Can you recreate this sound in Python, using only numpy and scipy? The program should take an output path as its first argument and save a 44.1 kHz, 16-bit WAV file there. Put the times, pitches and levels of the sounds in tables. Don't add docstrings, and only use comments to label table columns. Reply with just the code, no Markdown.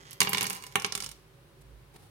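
import sys
import numpy as np
from scipy import signal
from scipy.fft import rfft, irfft, next_fast_len
from scipy.io import wavfile
from scipy.ndimage import uniform_filter1d

SR = 44100
rng = np.random.default_rng(int(sys.argv[2]) if len(sys.argv) > 2 else 0)


def store_pcm(level_fs):
    pcm = np.round(np.clip(level_fs, -1, 1) * 32767).astype(np.int16)
    wavfile.write(sys.argv[1], SR, np.atleast_2d(pcm).T)


N = 92610

# lower edge in Hz, upper edge in Hz.
CONTACT_BANDS = [(700, 1600), (1600, 4000), (4000, 7500), (7500, 16000)]
# start in seconds, then level in dB in each contact band.
CAPSULE_SHIFTS = [(.1087, -65.5, -58, -55.5, -40), (.1155, -72, -50.5, -46.5, -63),
                  (.13, -56, -52, -47.5, -40.5)]
# start in seconds, then level in dB in each band.
LANDINGS = [(0.2043, -29.5, -23.5, -21.5, -21), (0.216, -28, -21.5, -23, -28),
            (0.2296, -48, -56, -32, -29.5), (0.2484, -37, -37.5, -40, -48),
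            (0.2723, -30.5, -30, -33.5, -64), (0.2925, -40, -58, -43, -27), (0.309, -47, -58, -63, -48),
            (0.3214, -44.5, -39, -48, -59), (0.3319, -30, -28.5, -30.5, -25.5),
            (0.3472, -34, -27.5, -30.5, -41), (0.372, -34.5, -34, -34, -36), (0.3816, -38, -28, -30, -34),
            (0.4094, -32.5, -32.5, -29.5, -29.5), (0.4184, -40, -33, -33, -55),
            (0.4267, -34, -39, -42, -40), (0.4295, -50, -47, -34, -28.5), (0.4418, -37.5, -33.5, -44, -34),
            (0.4541, -41.5, -37.5, -37.5, -57), (0.4672, -42, -42.5, -30.5, -33),
            (0.499, -40.5, -51, -36.5, -26.5), (0.5058, -40.5, -40, -38, -41),
            (0.5304, -48, -47, -40, -35.5), (0.549, -59.5, -56, -59, -39), (0.5658, -49, -58, -47, -45),
            (0.6241, -53.5, -51.5, -46, -49), (0.638, -49, -47, -47.5, -43.5),
            (0.666, -51, -55, -42.5, -44), (0.7231, -63, -54.5, -53, -55), (0.7558, -26.5, -22, -28, -29),
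            (0.798, -58, -50, -38, -45.5), (0.8211, -42, -46, -42, -41), (0.8462, -32, -28, -27, -38.5),
            (0.8632, -49.5, -66, -45, -43.5), (0.9228, -38.5, -41, -31.5, -42.5),
            (0.9515, -36.5, -38.5, -29, -32), (0.9764, -40.5, -44, -41, -39),
            (1.0034, -45.5, -42, -35, -38.5), (1.023, -40, -52, -33.5, -44.5),
            (1.0365, -43, -50.5, -47, -45), (1.043, -65, -46.5, -39, -41),
            (1.0624, -49.5, -52, -35.5, -44.5), (1.0904, -53, -54, -46, -46),
            (1.1151, -59, -54.5, -45.5, -46)]
# start in seconds, frequency in Hz, width in Hz, gain in dB.
LANDING_ACCENTS = [(.2045, 9100, 400, 8), (.2928, 12660, 800, 9), (.7557, 424, 45, 6),
                   (.7557, 1017, 111, 11), (.7557, 2830, 98, 10), (.7557, 5020, 1640, -22),
                   (.8463, 1030, 120, 11), (.8463, 2966, 150, 5)]
# time in seconds, level in dB.
SKITTER_LEVEL = [(0, -54), (.08, -48), (.19, -59.5), (.33, -45), (.44, -43.5), (.58, -47), (.61, -55),
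                 (.69, -55.5), (1.0, -86), (1.04, -51), (1.13, -66.5), (1.171, -99.5)]
# frequency in Hz, width in Hz, level in dB over the plain knock.
CAPSULE_MODES = [(2000, 24, 10), (3200, 130, 8.5)]
SMALL_PART_MODES = [(1012.5, 45, 11), (1853, 30, -5.5), (2847, 47, 9.5), (3270, 32, -2), (4534, 38, 7.5),
                    (8950, 490, 1.5)]
LARGE_PART_MODES = [(1368, 34, 5.5), (2930, 190, 0), (9040, 850, 6.5)]
DESK_MODES = [(104, 21, 11), (145.2, 13.2, 10.5), (184, 14.8, 16.5), (411.5, 24.7, 5), (801.7, 24, 8.5),
              (1137, 12, 2.5), (2224, 167, 5.5)]
# frequency in Hz, left minus right in dB.
MIC_BALANCE = [(100, -2.5), (450, -2), (1000, 0), (2000, -4.5), (5000, -11.5), (9000, -7.5), (14000, 0.5)]
# centre and spread in seconds, crackle level in dB, flap level in dB.
LEAFLET_FLEXES = [(1.618, 0.005, -58, -71), (1.948, 0.0069, -61.5, -54), (1.965, 0.0043, -52, -50),
                  (2.033, 0.042, -63, -63)]
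# frequency in Hz, gain in dB.
KNOCK_COLOUR = [(40, -47), (110, -1.5), (230, -3), (315, -2.5), (430, -1), (680, -12), (1000, -3.5),
                (1700, -1), (2500, -3), (7500, -3), (13000, -3), (15500, -13)]
SKITTER_COLOUR = [(200, -12.5), (1000, -1), (3000, -10), (7000, -6), (14000, -16)]
CRACKLE_COLOUR = [(500, 1), (1500, -3.5), (4000, -0.5), (7000, -6.5), (9500, 1), (15000, -11)]
FLAP_COLOUR = [(60, -17), (140, 8.5), (260, -4), (380, 5.5), (620, -19.5), (790, 6.5), (1050, -15),
               (1620, -12), (9000, -30)]
REFLECTION_COLOUR = [(100, 3.5), (400, 6.5), (1200, -0.5), (4000, 4), (9000, -6), (15000, 1)]
AIR_COLOUR = [(30, -31), (52, -7), (80, -7.5), (130, 1.5), (175, -11.5), (230, -15), (380, -9.5),
              (620, -19), (1000, -17.5), (2000, -22), (4000, -26), (7000, -34), (9500, -30.5),
              (15000, -34.5)]
# frequency in Hz, left-right likeness from 0 to 1.
REFLECTION_LIKENESS = [(200, 0.94), (700, 0.73), (2000, 0), (6000, 0)]
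AIR_LIKENESS = [(180, 0.99), (550, 0.38), (1650, 0)]
# frequency in Hz, width in Hz. Then one level in dB for each tone.
HUM_TONES = [(53, 8), (143, 21.6), (388, 10), (557, 15)]
HUM_LEVELS = [-81, -65, -72.5, -74.5]
# time in seconds, level in dB.
RUMBLE_LEVEL = [(.88, -67), (1.05, -58), (1.29, -66), (1.34, -69), (1.52, -65), (1.68, -57), (1.75, -51.5),
                (1.86, -65)]

LARGE_PART_FROM_S = .74
CLICK_DB, RING_S = -9, .0057
CRACK_S, CRACK_SHARE = .0032, .6
THUD_HZ, THUD_FULL_DB, THUD_FALL = 200, -30, .2
MODE_SPREAD_DB, MODE_DETUNE = 3, .004
LEFT_LAG_S, WALL_DELAY_S = .00033, .0028
NEAR_DB, NEAR_T60_S = -8.5, .15
ROOM_DB, ROOM_T60_S = -9, .4
CREASES_PER_S = 4500
AIR_DB, HUM_PAN_DB = -58, -6.5


def toy_parts():
    t = np.arange(N) / SR
    in_capsule = t < LANDINGS[0][0]
    slide = skitter(per_s=600) * in_capsule
    slide = signal.sosfilt(signal.butter(1, 4000, fs=SR, output="sos"), slide)
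    inside = contacts(CAPSULE_SHIFTS, CAPSULE_MODES) + slide + ringing(slide, CAPSULE_MODES)
    small = contacts([row for row in LANDINGS if row[0] < LARGE_PART_FROM_S], SMALL_PART_MODES)
    large = contacts([row for row in LANDINGS if row[0] >= LARGE_PART_FROM_S], LARGE_PART_MODES)
    rattle = skitter(per_s=1000) * ~in_capsule
    rattle = rattle + ringing(rattle * (t < LARGE_PART_FROM_S), SMALL_PART_MODES)
    on_desk = colour(small + large + rattle, KNOCK_COLOUR)
    plastic = colour(inside, KNOCK_COLOUR) + on_desk
    return at_microphone(plastic, desk=ringing(on_desk, DESK_MODES))


def contacts(rows, modes, size=4096):
    out, t = np.zeros((2, N + size)), np.arange(size) / SR
    low, high = np.transpose(CONTACT_BANDS)
    width_db = 10 * np.log10(RING_S * SR * SR / 2 / (high - low))
    decay = rms_one(np.exp(-t / RING_S) + CRACK_SHARE * np.exp(-t / CRACK_S)) / np.sqrt(size)
    low_cut = signal.butter(2, 600, "high", fs=SR, output="sos")
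    for start_s, *band_db in rows:
        hit = signal.sosfilt(low_cut, stereo_noise(size, likeness=.16) * decay)
        hit[:, 0] += amp(CLICK_DB)
        gain_db = band_db + width_db
        thud_db = gain_db[0] + THUD_FALL * min(band_db[0] - THUD_FULL_DB, 0)
        hit = colour(hit, [(THUD_HZ, thud_db), *zip(np.sqrt(low * high), gain_db)])
        struck = [(hz * (1 + MODE_DETUNE * rng.uniform(-1, 1)), width,
                   db + MODE_SPREAD_DB * rng.uniform(-1, 1)) for hz, width, db in modes]
        hit = hit + ringing(hit, struck)
        for accent_s, hz, width, db in LANDING_ACCENTS:
            if abs(accent_s - start_s) < .005:
                hit = hit + (amp(db) - 1) * resonate(hit, hz, width)
        start = int(start_s * SR)
        out[:, start:start + size] += hit
    return out[:, :N]


def skitter(per_s):
    sizes_db = 2.5 * np.minimum(rng.exponential(1, N), 4)
    sizes = amp(sizes_db) * rng.choice([-1, 1], N)
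    touches = sizes * (rng.random(N) < per_s / SR)
    return rms_one(colour(touches, SKITTER_COLOUR)) * fader(SKITTER_LEVEL)


def ringing(x, modes):
    return sum(amp(db) * resonate(x, hz, width) for hz, width, db in modes)


def at_microphone(plastic, desk):
    body = plastic + desk
    bright = signal.sosfilt(signal.butter(2, 200, "high", fs=SR, output="sos"), plastic)
    near = colour(amp(NEAR_DB) * reflections(bright, NEAR_T60_S), REFLECTION_COLOUR)
    room = colour(amp(ROOM_DB) * reflections(body, ROOM_T60_S), REFLECTION_COLOUR)
    direct = [colour(x, np.array(MIC_BALANCE) * [1, side / 2]) for x, side in zip(body, (1, -1))]
    left, right = near + direct
    late_left = np.pad(left, (int(LEFT_LAG_S * SR), 0))[:N]
    return np.array([late_left, right]) + room


def reflections(x, t60):
    t = np.arange(SR // 2) / SR
    likeness = at_hz(REFLECTION_LIKENESS, np.fft.rfftfreq(len(t), 1 / SR))
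    onset = np.clip(t / WALL_DELAY_S - 1, 0, 1)
    tail = stereo_noise(len(t), likeness) * amp(-60 * t / t60) * onset
    return signal.fftconvolve(x.mean(0)[None], rms_one(tail) / np.sqrt(len(t)), axes=1)[:, :N]


def leaflet():
    t = np.arange(N) / SR
    creases = rng.standard_normal((2, N)) * (rng.random(N) < CREASES_PER_S / SR)
    crackle = rms_one(colour(creases, CRACKLE_COLOUR))
    flap = rms_one(colour(stereo_noise(N, likeness=.47), FLAP_COLOUR))
    paper = np.zeros((2, N))
    for centre_s, spread_s, crackle_db, flap_db in LEAFLET_FLEXES:
        swell = np.exp(-((t - centre_s) / spread_s) ** 2 / 2)
        paper += swell * (amp(crackle_db) * crackle + amp(flap_db) * flap)
    return paper


def room_tone():
    likeness = at_hz(AIR_LIKENESS, np.fft.rfftfreq(N, 1 / SR))
    air = amp(AIR_DB) * rms_one(colour(stereo_noise(N, likeness), AIR_COLOUR))
    hum = sum(amp(db) * narrow_noise(hz, width) for (hz, width), db in zip(HUM_TONES, HUM_LEVELS))
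    rumble = narrow_noise(hz=53.8, width_hz=4.3)
    rumble /= np.sqrt(uniform_filter1d(rumble ** 2, size=3000) + .02)
    pan = amp(np.array([[1], [-1]]) * HUM_PAN_DB / 2)
    return air + (hum + rumble * fader(RUMBLE_LEVEL)) * pan


def narrow_noise(hz, width_hz):
    once = resonate(rng.standard_normal(N + SR), hz, width_hz)
    return rms_one(resonate(once, hz, width_hz)[SR:])


def stereo_noise(n, likeness):
    mid, side = rfft(rng.standard_normal((2, n)))
    mid, side = mid * np.sqrt((1 + likeness) / 2), side * np.sqrt((1 - likeness) / 2)
    return irfft(np.array([mid + side, mid - side]), n)


def resonate(x, hz, width_hz):
    r = np.exp(-np.pi * width_hz / SR)
    feedback = [1, -2 * r * np.cos(2 * np.pi * hz / SR), r * r]
    return signal.lfilter(np.array([1, 0, -1]) * (1 - r * r) / 2, feedback, x + 1e-18)


def colour(x, points):
    n = x.shape[-1]
    size = 2 * next_fast_len(n)
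    gain = amp(at_hz(points, np.fft.rfftfreq(size, 1 / SR)))
    cepstrum = irfft(np.log(gain))
    cepstrum[1:size // 2] *= 2
    cepstrum[size // 2 + 1:] = 0
    return irfft(rfft(x, size) * np.exp(rfft(cepstrum)))[..., :n]


def at_hz(points, hz):
    table_hz, value = np.transpose(points)
    return np.interp(np.log(np.maximum(hz, 1)), np.log(table_hz), value)


def fader(points):
    return amp(np.interp(np.arange(N) / SR, *np.transpose(points)))


def amp(db):
    return 10 ** (np.asarray(db) / 20)


def rms_one(x):
    return x / np.sqrt(np.mean(x ** 2) + 1e-20)


def scene():
    return toy_parts() + leaflet() + room_tone()


def record(dry):
    return signal.sosfilt(signal.ellip(10, .2, 80, 16000, fs=SR, output="sos"), dry)


dry = scene()
out = record(dry)
store_pcm(out)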